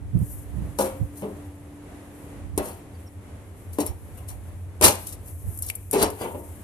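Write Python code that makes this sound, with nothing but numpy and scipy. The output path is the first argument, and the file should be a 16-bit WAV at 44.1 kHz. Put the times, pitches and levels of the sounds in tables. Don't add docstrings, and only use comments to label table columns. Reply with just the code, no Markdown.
import sys
import numpy as np
from scipy import signal
from scipy.fft import rfft, irfft, next_fast_len
from scipy.io import wavfile
from scipy.ndimage import uniform_filter1d

SR = 44100
rng = np.random.default_rng(int(sys.argv[2]) if len(sys.argv) > 2 else 0)


def persist_wave(psi):
    counts = np.round(np.clip(psi, -1, 1) * 32767).astype(np.int16)
    wavfile.write(sys.argv[1], SR, np.atleast_2d(counts).T)


N = 292603
T = np.arange(N) / SR
RING_SAMPLES = SR
PORTS_APART_HZ = 1535

# t/s, level/dB, contact cut-off/Hz, struck mode f/Hz, its boost/dB, its T60/s, rattle/dB
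FOOT_IMPACTS = [ (0.787, -23, 1400, 1060, 4.5, 0.23, 1), (0.794, -25, 1270, 540, 16.5, .5, -4.5),
                (0.811, -34, 1300, 322, -1, .26, -9), (1.222, -34, 774, 202, 25, 0.4, 2.5),
                (1.238, -38.5, 585, 413.7, 27, 0.4, -7), (2.577, -26.5, 1380, 381.5, 17, 0.1, -2.5),
                (2.590, -32, 1110, 291, 7, .25, -12), (3.786, -21, 705, 291, 23, 0.15, -11),
                (4.811, -22.5, 1390, 394, 9, .15, -8), (4.840, -19, 1720, 1020, 4.5, 0.13, 1.5),
                (5.932, -28, 950, 425, 19, 0.66, 8.5), (5.957, -27.5, 800, 390, 17, 0.38, -4),
                (6.027, -21.5, 1000, 291, 9, 0.42, -4), (6.211, -31, 1000, 695, -2, .3, -12),
                (6.250, -33.5, 1010, 890, 15, .35, 2), (6.345, -34, 930, 295, 10, 1, -5)]
# impact level/dB, ring time factor
RING_SCALE = [(-39, 1.32), (-18.5, 0.75)]
# f/Hz, level/dB, base T60/s
BENDING_MODES = [(200, -11, 0.91), (294.7, -7, 0.53), (322.7, 6, 0.11), (367, -0.5, 0.49), (396, 4, 0.22),
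                 (428.7, -1.5, 0.28), (483, 7.5, 0.13), (535.7, -2, 0.313), (560, -9, 0.1),
                 (600.8, 7, 0.24), (676, -3, 0.17), (830.6, 6.5, 0.14), (880, -11, 0.28), (923, 1.5, 0.36),
                 (1008.7, 10, 0.067), (1320, -19.5, 0.2)]
# f/Hz, level/dB
BODY_SPECTRUM = [(60, -57), (120, -11), (200, 2.5), (300, 1.5), (500, 1), (700, -1), (1000, -4.5),
                 (1300, -10), (1700, -15), (2600, -11.5), (5000, -16), (14000, -42)]
# peak t/s, level/dB, rise/s, fall/s, coupling to plank/dB
SOLE_SCRAPES = [ (0.788, -24, 0.0016, 0.0084, -28), (0.808, -26, 0.008, 0.035, -23),
                (0.844, -36.5, .0035, .045, 6), (1.174, -40.5, 0.0099, 0.052, -25),
                (2.58, -30, .0006, 0.013, 3), (2.660, -37, 0.042, 0.057, 4),
                (3.733, -39.5, 0.0039, 0.024, -23.5), (3.806, -27, 0.0084, 0.019, -5),
                (3.866, -32, 0.0067, 0.019, -7), (4.176, -44.5, 0.0056, .025, 0),
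                (4.288, -34.5, 0.0041, 0.023, -6), (4.824, -14.5, 0.0023, .014, 1),
                (4.842, -5.5, 0.0052, 0.014, -10), (4.852, -8, .0085, 0.028, -11),
                (4.882, -13, 0.0063, 0.011, -16.5), (4.954, -32, .0036, 0.006, -11),
                (5.074, -32.5, 0.0082, 0.032, -21), (5.126, -33.5, .0024, 0.014, -21),
                (5.285, -42.5, 0.023, 0.013, -5.5), (5.628, -34, 0.0029, 0.024, -16),
                (5.692, -30, 0.014, 0.01, -30), (5.934, -25, 0.0063, 0.022, 4),
                (6.029, -19.5, 0.033, .023, -1), (6.220, -37, 0.025, 0.039, 11)]
# scrape level/dB, tilt/(dB/octave)
RASP_TILT = [(-46, 8.5), (-23, 0), (-22, -5), (-6, -0.5)]
# f/Hz, level/dB
GRIT_SPECTRUM = [(200, -2), (1000, -3), (1700, -12.5), (2600, -10), (4000, -7.5), (6500, -5.5), (8500, 1.5),
                 (10500, 2.5), (12500, 3), (14500, -11.5)]
# f/Hz, level/dB
THIN_WALL_MODES = [(1771, -5), (2396, -25), (2900, 5), (3528, -14), (4007, 9), (4436, 5.5), (5632, 9),
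                   (6610, 8), (7726, -20), (10521, -10)]
# t/s, level/dB, low edge/Hz, high edge/Hz
GRAIN_SNAPS = [(0.189, -42.5, 8000, 14000), (2.5769, -17.5, 5950, 7200), (3.7873, -28, 4000, 13000),
               (3.8645, -22.5, 8500, 14000), (4.8121, -16, 3260, 10000), (5.07, -26, 5500, 13800),
               (5.5743, -30, 8000, 14000), (5.589, -26, 8200, 14000), (5.6228, -19, 8700, 14100),
               (5.6636, -26.5, 7000, 14000), (5.7, -17.5, 2140, 14100), (5.7528, -23, 9000, 14000),
               (5.9118, -18.5, 7200, 14100), (5.931, -20, 6000, 14000), (6.027, -12, 9000, 14000),
               (6.1023, -27, 5940, 14000)]
# f/Hz, level/dB
SNAP_SPECTRUM = [(1500, -8), (2200, 17), (4000, -6.5), (6500, -6), (9000, 3.5), (11500, 10), (14500, -4)]
# low edge/Hz, decay/s
SNAP_DECAY = [(2100, 0.0023), (8500, 0.0041)]
# f/Hz, level/dB
ECHO_SPECTRUM = [(100, -24), (400, -12), (1000, -8.0), (3000, -10), (12000, -21.5)]
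# peak t/s, level/dB, rise and fall/s
LEG_SWINGS = [(0.33, -46.5, 0.1), (0.88, -57.5, 0.32), (1.45, -65.5, 0.38), (2.20, -58.5, 0.16),
              (3.03, -59, 0.099), (3.62, -64, 0.067), (4.15, -59, 0.62), (5.03, -46, 0.05),
              (5.30, -51.5, 0.061), (5.57, -48, 0.2), (6.28, -51, 0.51)]
# f/Hz, level/dB
CLOTH_SPECTRUM = [(2000, -65), (5000, -14), (7000, -3.5), (8800, 2), (10600, 6), (11600, 7.5),
                  (12600, -4.5), (14000, -1.5)]
# t/s, level/dB
BREEZE_LEVEL = [(0.0, -37), (1.88, -64.5), (2.44, -53), (3.1, -63), (3.95, -46.5), (6.63, -51.5)]
# f/Hz, level/dB
RUMBLE_SPECTRUM = [(20, -40), (35, -17), (55, 9.5), (72, -3.5), (120, -0.5), (170, -15), (300, -24.5),
                   (600, -75)]
# t/s, level/dB, Gaussian half-width/s, cut-off/Hz
WIND_BUMPS = [(0.162, -18, 0.016, 147), (0.217, -20, 0.015, 120), (0.615, -28, 0.055, 156),
              (1.026, -22.5, 0.018, 137), (2.525, -34, 0.08, 94), (3.901, -26, 0.0076, 110),
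              (5.477, -27.5, 0.021, 81)]
# f/Hz, level/dB
EDDY_SPECTRUM = [(25, -24), (60, 6.5), (150, 1.5), (500, 0.0)]
# f/Hz, level/dB
TOWN_SPECTRUM = [(100, 4.5), (300, 0), (550, -5), (900, -11.5), (1400, -17.5), (2000, -18.5), (3200, -26.5),
                 (5000, -33.5), (10500, -26), (14000, -41)]
# t/s, level/dB
TOWN_ENVELOPE = [(0.0, -58.5), (2.04, -54.5), (4.61, -60), (5.04, -58.5), (5.55, -59)]
# t/s, level/dB
DRONE_LEVEL = [(0.0, -41.5), (2.08, -50), (4.03, -42), (5.63, -41), (6.63, -45.5)]
# t/s, level/dB
HUM_LEVEL = [(0.0, -55.5), (1.26, -45), (4.6, -65), (4.9, -54), (5.8, -64)]
# centre t/s, level/dB, start f/Hz, end f/Hz, length/s
SQUEAKS = [(2.715, -58, 4400, 4500, .06), (2.955, -63, 4550, 4750, .04), (3.076, -54, 5700, 5500, .035),
           (6.220, -47, 4850, 4750, .06)]


def footfalls(rattle_per_s=500, rattle_decay_s=0.022):
    out, t = np.zeros((2, N)), np.arange(RING_SAMPLES // 8) / SR
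    for at_s, db, contact_hz, spot_hz, boost_db, spot_t60_s, rattle_db in FOOT_IMPACTS:
        ring_scale = lookup(RING_SCALE, db)
        hits = rng.random(len(t)) < rattle_per_s / SR
        chatter = hits * rng.standard_normal(len(t)) * np.exp(-t / rattle_decay_s)
        force = amp(rattle_db) * chatter / np.linalg.norm(chatter)
        force[0] += 1
        boom = signal.fftconvolve(plank_boom(contact_hz, ring_scale), force[None], axes=1)
        add(out, at_s, amp(db) * boom)
        add(out, at_s, amp(db) * plank_bending(contact_hz, ring_scale, spot_hz, boost_db, spot_t60_s))
    return out


def plank_boom(contact_hz, ring_scale, low_hz=70, body_db=-3.5, clank_db=-19):
    t = np.arange(RING_SAMPLES) / SR
    body = colour(port_noise(len(t), PORTS_APART_HZ), BODY_SPECTRUM, low_hz, high_hz=1.1 * contact_hz)
    clank = colour(port_noise(len(t), PORTS_APART_HZ), BODY_SPECTRUM, low_hz=1310, high_hz=2860)
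    body *= decay(t, t60_s=0.38 * ring_scale)
    clank *= decay(t, t60_s=0.15 * ring_scale)
    return amp(body_db) * body + amp(clank_db) * clank


def plank_bending(contact_hz, ring_scale, spot_hz, boost_db, spot_t60_s, gain_db=-10.5):
    t, out = np.arange(2 * RING_SAMPLES) / SR, 0
    for hz, db, base_t60_s in BENDING_MODES:
        detune, polarity = rng.standard_normal(2)
        at_spot = np.exp(-(np.log(hz / spot_hz) / .05) ** 4)
        gain = np.sign(polarity) * amp(db + at_spot * boost_db) / np.hypot(1, (hz / contact_hz) ** 2)
        t60_s = at_spot * spot_t60_s + (1 - at_spot) * ring_scale * base_t60_s
        out += gain * np.sin(2 * np.pi * hz * (1 + 0.0045 * detune) * t) * decay(t, t60_s)
    return amp(gain_db) * out


def scrapes(judder_db=1.0, lead_s=.1):
    out, t = np.zeros((2, N)), np.arange(RING_SAMPLES // 2) / SR - lead_s
    for peak_s, db, rise_s, fall_s, plank_db in SOLE_SCRAPES:
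        pressure = np.exp(-np.where(t < 0, -t / rise_s, t / fall_s))
        pressure *= amp(judder_db * wander(rate_hz=300, size=len(t)))
        grit = grains(len(t))
        rasp = pressure * colour(grit, GRIT_SPECTRUM, tilt_db_per_oct=lookup(RASP_TILT, db))
        add(out, peak_s - lead_s, amp(db) * signal.fftconvolve(rasp, wall_ring(), axes=1))
        force = pressure * grit[:1]
        plank = plank_boom(contact_hz=2300, ring_scale=0.63, low_hz=450)
        boom = signal.fftconvolve(plank, force / np.linalg.norm(force), axes=1)
        add(out, peak_s - lead_s, amp(db + plank_db) * boom)
    return out


def grains(size, rate_per_s=2500, spread_db=3):
    hits = rng.random(size) < rate_per_s / SR
    clicks = hits * rng.standard_normal(size)
    clicks *= amp(spread_db * np.minimum(rng.exponential(size=size), 3))
    return 0.42 * unit_rms(clicks) + .45 * rng.standard_normal((2, size))


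def wall_ring(t60_s=.05, gain_db=-45):
    t, ring = np.arange(RING_SAMPLES // 8) / SR, 0
    for hz, db in THIN_WALL_MODES:
        louder, detune = rng.standard_normal(2)
        ring += amp(db + 2 * louder) * np.cos(2 * np.pi * hz * (1 + .025 * detune) * t)
    ring *= amp(gain_db) * decay(t, t60_s)
    ring[0] += 1
    return ring[None]


def ticks(shimmer_db=-19, shimmer_decay_s=.014):
    out, t = np.zeros((2, N)), np.arange(RING_SAMPLES // 8) / SR
    shimmer = amp(shimmer_db) * np.exp(-t / shimmer_decay_s)
    for at_s, db, low_hz, high_hz in GRAIN_SNAPS:
        crack = colour(port_noise(len(t), apart_hz=4000), SNAP_SPECTRUM, low_hz, high_hz)
        envelope = np.exp(-t / lookup(SNAP_DECAY, low_hz)) + shimmer
        add(out, at_s, amp(db) * crack * envelope)
    return out


def seat_echo(x, t60_s=0.54, onset_s=0.038, wet_db=-24.0):
    t = np.arange(RING_SAMPLES) / SR
    tail = colour(port_noise(len(t), apart_hz=970), ECHO_SPECTRUM)
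    tail *= decay(t, t60_s) * np.minimum(t / onset_s, 1)
    return amp(wet_db) * signal.fftconvolve(x, tail / np.linalg.norm(tail[0]), axes=1)[:, :N]


def clothes(rest_db=-67.5, bright_db=3, flutter_db=1.5):
    rub = amp(rest_db)
    for peak_s, db, fade_s in LEG_SWINGS:
        rub += amp(db) * np.exp(-np.abs((T - peak_s) / fade_s) ** 1.65)
    soft = colour(port_noise(N, apart_hz=3500), CLOTH_SPECTRUM)
    bright = colour(port_noise(N, apart_hz=5000), GRIT_SPECTRUM, low_hz=10900)
    bright *= amp(bright_db) * (rub / rub.max()) ** 0.88
    return (soft + bright) * rub * amp(flutter_db * wander(rate_hz=60))


def wind(rumble_db=3, gust_db=1.5):
    gusts = amp(lookup(BREEZE_LEVEL, T) + rumble_db + gust_db * wander(rate_hz=20))
    rumble = gusts * colour(port_noise(N, apart_hz=25), RUMBLE_SPECTRUM)
    bumps, t = np.zeros((2, N)), np.arange(RING_SAMPLES // 2) / SR
    for peak_s, db, width_s, high_hz in WIND_BUMPS:
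        start_s = max(peak_s - t.mean(), 0)
        eddy = colour(port_noise(len(t), apart_hz=71), EDDY_SPECTRUM, high_hz=high_hz)
        swell = np.exp(-((start_s + t - peak_s) / width_s) ** 2 / 2)
        add(bumps, start_s, amp(db) * unit_rms(eddy * swell) * np.sqrt(np.mean(swell ** 2)))
    return pan(rumble, left_db=-2) + pan(bumps, left_db=-9)


def town(gain_db=11, drift_db=1.6):
    noise = colour(port_noise(N, apart_hz=1160), TOWN_SPECTRUM)
    return noise * amp(lookup(TOWN_ENVELOPE, T) + gain_db + drift_db * wander(rate_hz=8.1))


def machinery(drone_db=2, hum_db=1):
    drone = distant_tone(hz=89.4, depth=1.8, rate_hz=40) * amp(lookup(DRONE_LEVEL, T) + drone_db)
    hum = distant_tone(hz=290, depth=0.16, rate_hz=15) * amp(lookup(HUM_LEVEL, T) + hum_db)
    return drone + hum


def distant_tone(hz, depth, rate_hz):
    path = 1 + depth * (wander(rate_hz) + 1j * wander(rate_hz))
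    return unit_rms(np.real(path * np.exp(2j * np.pi * hz * T)))


def squeaks(quaver=.025):
    out = np.zeros((2, N))
    for centre_s, db, start_hz, end_hz, length_s in SQUEAKS:
        size = int(length_s * SR)
        hz = np.linspace(start_hz, end_hz, size) * (1 + quaver * wander(rate_hz=700, size=size))
        tone = np.sin(2 * np.pi * np.cumsum(hz) / SR)
        add(out, centre_s - length_s / 2, amp(db) * np.hanning(size) * tone)
    return out


def port_noise(size, apart_hz):
    mid, side = rng.standard_normal((2, size))
    highpass = signal.butter(1, min(apart_hz, SR / 4), "high", fs=SR, output="sos")
    side = signal.sosfilt(highpass, side)
    return np.array([mid + side, mid - side])


def colour(x, spectrum, low_hz=1, high_hz=1e6, tilt_db_per_oct=0):
    size = next_fast_len(x.shape[-1])
    f = np.maximum(np.fft.rfftfreq(size, 1 / SR), 1)
    hz, db = np.transpose(spectrum)
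    tilt_db = tilt_db_per_oct * np.log2(np.maximum(f, 1000) / 1000)
    gain = amp(np.interp(np.log(f), np.log(hz), db) + tilt_db)
    gain /= np.sqrt((1 + (low_hz / f) ** 8) * (1 + (f / high_hz) ** 6))
    return unit_rms(irfft(rfft(x, size) * gain, size)[..., :x.shape[-1]])


def wander(rate_hz, size=N):
    hold = int(SR / rate_hz)
    steps = np.repeat(rng.standard_normal(size // hold + 1), hold)
    return unit_rms(uniform_filter1d(uniform_filter1d(steps, hold), hold)[:size])


def decay(t, t60_s):
    return np.exp(-np.log(1000) * t / t60_s)


def amp(db):
    return 10 ** (np.asarray(db) / 20)


def unit_rms(x):
    return x / np.sqrt(np.mean(x ** 2))


def lookup(points, at):
    return np.interp(at, *np.transpose(points))


def add(out, at_s, x):
    i = int(at_s * SR)
    out[:, i:i + x.shape[-1]] += x[..., :max(N - i, 0)]


def pan(x, left_db):
    return x * amp([[left_db / 2], [-left_db / 2]])


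def scene(port_lag_s=.00022):
    left, right = footfalls() + scrapes() + ticks()
    feet = np.array([left, np.roll(right, int(port_lag_s * SR))])
    walker = pan(feet + seat_echo(feet) + clothes(), left_db=2)
    return walker + wind() + town() + machinery() + squeaks()


def record(dry, low_hz=40, high_hz=14300, right_treble_db=-6):
    f = np.fft.rfftfreq(N, 1 / SR)
    left, right = signal.sosfilt(signal.butter(4, low_hz, "high", fs=SR, output="sos"), dry)
    right = irfft(rfft(right) * amp(np.interp(f, [8000, 12500], [0, right_treble_db])), N)
    clipped = np.clip([left, right], -1, 1)
    return signal.sosfilt(signal.ellip(10, .2, 70, high_hz, fs=SR, output="sos"), clipped)


dry = scene()
out = record(dry)
persist_wave(out)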